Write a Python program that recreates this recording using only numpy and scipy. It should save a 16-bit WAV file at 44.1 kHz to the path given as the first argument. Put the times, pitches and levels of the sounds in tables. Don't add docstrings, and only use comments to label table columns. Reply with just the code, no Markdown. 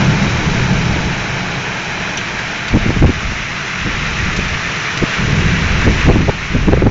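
import sys
import numpy as np
from scipy import signal
from scipy.fft import rfft, irfft
from scipy.io import wavfile
from scipy.ndimage import uniform_filter1d, map_coordinates

SR = 44100
rng = np.random.default_rng(int(sys.argv[2]) if len(sys.argv) > 2 else 0)


def wav_record(signal):
    frames = np.transpose(np.atleast_2d(signal))
    bounded = np.clip(frames, -1, 1)
    quanta = np.round(bounded * 32767).astype(np.int16)
    wavfile.write(sys.argv[1], SR, quanta)


N = 304290
TIME = np.arange(N) / SR


def undb(db):
    return 10 ** (np.asarray(db) / 20)


def unit(x):
    return x / np.sqrt(np.mean(x ** 2))


def colour(x, points):
    hz, db = np.transpose(points)
    f = np.maximum(np.arange(N // 2 + 1) * SR / N, 1)
    octaves_outside = np.maximum(np.log2(f / hz[-1]), 0) + np.maximum(np.log2(hz[0] / f), 0)
    curve_db = np.interp(np.log(f), np.log(hz), db) - 20 * octaves_outside
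    return unit(irfft(rfft(x) * undb(curve_db), N))


def band(x, lo_hz, hi_hz, order=2):
    sos = signal.butter(order, [lo_hz, min(hi_hz, SR / 2 - 1)], "band", fs=SR, output="sos")
    return unit(signal.sosfilt(sos, x))


def wander(per_second):
    step = int(SR / per_second)
    held = np.repeat(rng.standard_normal(N // step + 1), step)
    return unit(uniform_filter1d(uniform_filter1d(held, step), step)[:N])


def drops(per_second, spread_db):
    falls = rng.random(N) < per_second / SR
    size = undb(spread_db * np.minimum(rng.exponential(size=N), 5))
    return unit(falls * size * rng.choice([-1, 1], N))


def shower(points, per_second, spread_db, wash_db, flicker_db):
    rain = drops(per_second, spread_db) + undb(wash_db) * rng.standard_normal(N)
    spectrum = rfft(colour(rain, points))
    octave = np.log2(np.maximum(np.arange(len(spectrum)) * SR / N, 1))
    centres = np.arange(8.5, 13.1, .5)
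    out = 0
    for share in np.eye(len(centres)):
        pitch_range = irfft(spectrum * np.interp(octave, centres, share), N)
        out = out + pitch_range * undb(flicker_db * wander(45))
    return unit(out)


# t/s, roar level/dB, hiss level/dB, spray level/dB (all relative)
RAIN_LEVELS = [(0.0, -23, -21, -28.5), (0.27, -26.5, -22, -29), (1.65, -29, -23.5, -33),
               (1.96, -29.5, -23, -33), (3.5, -35, -23.5, -33), (3.94, -33, -21.5, -31.5),
               (4.96, -31.5, -21, -30.5), (5.98, -29.5, -20.5, -30), (6.23, -35, -24, -34.5),
               (6.53, -37, -24.5, -34.5), (6.76, -32.5, -25.5, -36.5), (6.9, -31, -32.5, -41)]
# f/Hz, level/dB
ROAR_TONE = [(80, -14.5), (170, -2.5), (280, 0), (430, 0.5), (560, -4), (670, 1), (760, -4), (870, 1.5),
             (1050, -3.5), (1450, -4.5), (2000, -17)]
HISS_TONE = [(400, -26), (900, -10), (1250, -4), (1600, -1.5), (1950, -0.5), (2450, -1), (2850, -5),
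             (3300, -11), (4300, -22)]
SPRAY_TONE = [(2500, -20.5), (3300, -2.5), (3950, 1.5), (4500, -5), (5100, -3.5), (5850, -0.5), (6500, -6),
              (7100, -10.5), (7600, -21)]
# middle t/s, rise in hiss level/dB
RAIN_SHEETS = [(4.22, 1), (5.13, 3), (5.54, 1.5), (5.84, 2.5), (6.04, 3.5)]


def downpour(roar_db=2.5, hiss_db=0.36, sheet_half_s=0.051, spray_share=0.45):
    times, *levels = np.transpose(RAIN_LEVELS)
    roar_gain, hiss_gain, spray_gain = [undb(np.interp(TIME, times, db)) for db in levels]
    surge_db = sum(db * np.exp(-((TIME - s) / sheet_half_s) ** 2) for s, db in RAIN_SHEETS)
    roar = shower(ROAR_TONE, per_second=3000, spread_db=2.5, wash_db=5.5, flicker_db=0.74)
    hiss = shower(HISS_TONE, per_second=4000, spread_db=3.0, wash_db=1.5, flicker_db=0.88)
    spray = shower(SPRAY_TONE, per_second=2500, spread_db=3.0, wash_db=4.5, flicker_db=0.5)
    return (undb(roar_db) * roar_gain * roar
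            + undb(hiss_db + surge_db) * hiss_gain * hiss
            + undb(spray_share * surge_db) * spray_gain * spray)


# t/s, delay/ms, strength (0 to 1)
WALL_ECHO = [(0, 1.29, 0.15), (1.5, 1.26, 0.16), (2.5, 1.25, 0.14), (3.3, 1.4, 0.06), (4.2, 1.59, 0.12),
             (5.4, 1.8, 0.06), (6.9, 1.64, 0)]


def add_wall_echo(rain):
    times, delay_ms, strength = np.transpose(WALL_ECHO)
    delay_s = np.interp(TIME, times, delay_ms) / 1000
    echo = map_coordinates(rain, [(TIME - delay_s) * SR], order=3)
    return rain + np.interp(TIME, times, strength) * echo


# full strength from t/s, held for t/s, drone level/dB, rumble level/dB (both relative)
WIND_GUSTS = [(0, .2, -11, -26.5), (0.297, .73, -16.5, -23), (1.3, 0.28, -23, -34.5),
              (2.745, 0.35, -24, -23.5), (3.25, 0.084, -27, -26), (3.84, 0.67, -26.5, -26),
              (4.19, 0.039, -22, -22), (5.232, 0.26, -14.5, -20.5), (5.66, 0.53, -21, -18.5),
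              (6.552, .34, -23, -16.5)]


def gusts(rise_s=0.08, fade_s=0.17, breeze_drone_db=-28, breeze_rumble_db=-38):
    drone_gain, rumble_gain = undb(breeze_drone_db), undb(breeze_rumble_db)
    for start, hold, drone_db, rumble_db in WIND_GUSTS:
        rise = np.clip(1 + (TIME - start) / rise_s, 0, 1)
        shape = rise * np.exp(-np.maximum(TIME - start - hold, 0) / fade_s)
        drone_gain = np.maximum(drone_gain, undb(drone_db) * shape)
        rumble_gain = np.maximum(rumble_gain, undb(rumble_db) * shape)
    return drone_gain, rumble_gain


# f/Hz, level/dB
DRONE_TONE = [(50, -20.5), (90, -7), (125, 2.5), (160, 1.5), (195, 0.5), (240, -13), (400, -14), (560, -23),
              (1200, -44)]
RUMBLE_TONE = [(5, -4), (20, -4), (45, 1), (80, -1.5), (125, -6), (220, -13.5), (500, -32)]


def wind(rumble_db=3.0, swirls_db=-11, flutter_db=3.5, waver_db=1.0):
    drone_gain, rumble_gain = gusts()
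    drone = drone_gain * colour(rng.standard_normal(N), DRONE_TONE)
    rumble = undb(rumble_db) * rumble_gain * colour(rng.standard_normal(N), RUMBLE_TONE)
    flutter = band(rng.standard_normal(N), 100, 340) * undb(flutter_db * wander(50))
    swirls = undb(swirls_db) * rumble_gain * unit(flutter)
    return (drone + rumble + swirls) * undb(waver_db * wander(20))


# t/s, level/dB, ring f/Hz, ring width f/Hz, fade t/s
FAT_DROPS = [(2.172, -13.5, 5900, 450, 0.0063), (2.175, -18.5, 3200, 700, 0.013),
             (2.388, -17.5, 1710, 300, 0.027), (2.682, -19, 2800, 3000, 0.01),
             (4.365, -22, 4800, 2500, 0.01), (4.974, -20, 4930, 2500, 0.0061)]


def fat_drops(splash_db=-7):
    out = np.zeros(N)
    age = np.arange(SR // 8) / SR
    for s, db, hz, width, fade in FAT_DROPS:
        ring_noise, splash_noise = rng.standard_normal((2, len(age)))
        half_width = min(width, hz) / 2
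        ring = band(ring_noise, hz - half_width, hz + half_width)
        splash = undb(splash_db) * band(splash_noise, 1500, 4300)
        start = int(s * SR)
        out[start:start + len(age)] += undb(db) * np.exp(-age / fade) * unit(ring + splash)
    return out


# middle t/s, half-length t/s, level/dB, top of the flutter f/Hz
WIND_THUMPS = [(2.757, .024, -2, 303), (2.864, .014, -8.5, 330), (2.9, .028, -12, 285),
               (2.969, 0.018, -11, 270), (3.039, .025, 2, 255), (3.089, 0.025, -10.5, 292),
               (3.872, 0.028, -15.5, 318), (4.394, .018, -15, 290), (5.031, 0.013, -6.5, 370),
               (5.877, .03, -4, 385), (6.096, .026, 2.5, 415), (6.158, 0.02, -5, 410),
               (6.2, 0.029, -12.5, 285), (6.291, 0.01, -0.5, 465), (6.557, 0.021, -10.5, 358),
               (6.688, 0.014, -1, 390), (6.734, .012, 2.5, 478), (6.777, .009, -10.5, 400),
               (6.83, .014, -5.5, 360), (6.868, .012, 1.5, 380)]


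def wind_thumps(low_share=0.221, push_db=-5, push_stretch=2.36, tear_db=-19, sputter_db=3.5):
    out = np.zeros(N)
    t = np.arange(-SR // 4, SR // 4) / SR
    for s, half_length, db, hz in WIND_THUMPS:
        flutter_noise, push_noise, tear_noise, sputter_noise = rng.standard_normal((4, len(t)))
        shape = np.exp(-2 * (t / half_length) ** 2)
        sputter = undb(sputter_db * band(sputter_noise, 40, 160))
        flutter = band(flutter_noise, hz * low_share, hz, order=3) * unit(sputter)
        tear = undb(tear_db) * band(tear_noise, hz, 3.9 * hz) * unit(sputter ** 2)
        push = np.exp(-2 * (t / half_length / push_stretch) ** 2) * band(push_noise, 16.5, 90.5)
        thump = unit(shape * (flutter + tear)) + undb(push_db) * unit(push)
        thump *= np.sqrt(np.mean(shape ** 2))
        start = int((s + t[0]) * SR)
        out[start:start + len(t)] += undb(db) * thump[:N - start]
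    return out


def scene():
    return (add_wall_echo(downpour()) + fat_drops() + wind() + wind_thumps())[None]


def record(dry, ceiling=0.7, knee=5, top_hz=7450):
    squashed = dry / (1 + np.abs(dry / ceiling) ** knee) ** (1 / knee)
    return signal.sosfilt(signal.ellip(10, .2, 70, top_hz, fs=SR, output="sos"), squashed)


dry = scene()
out = record(dry)
wav_record(out)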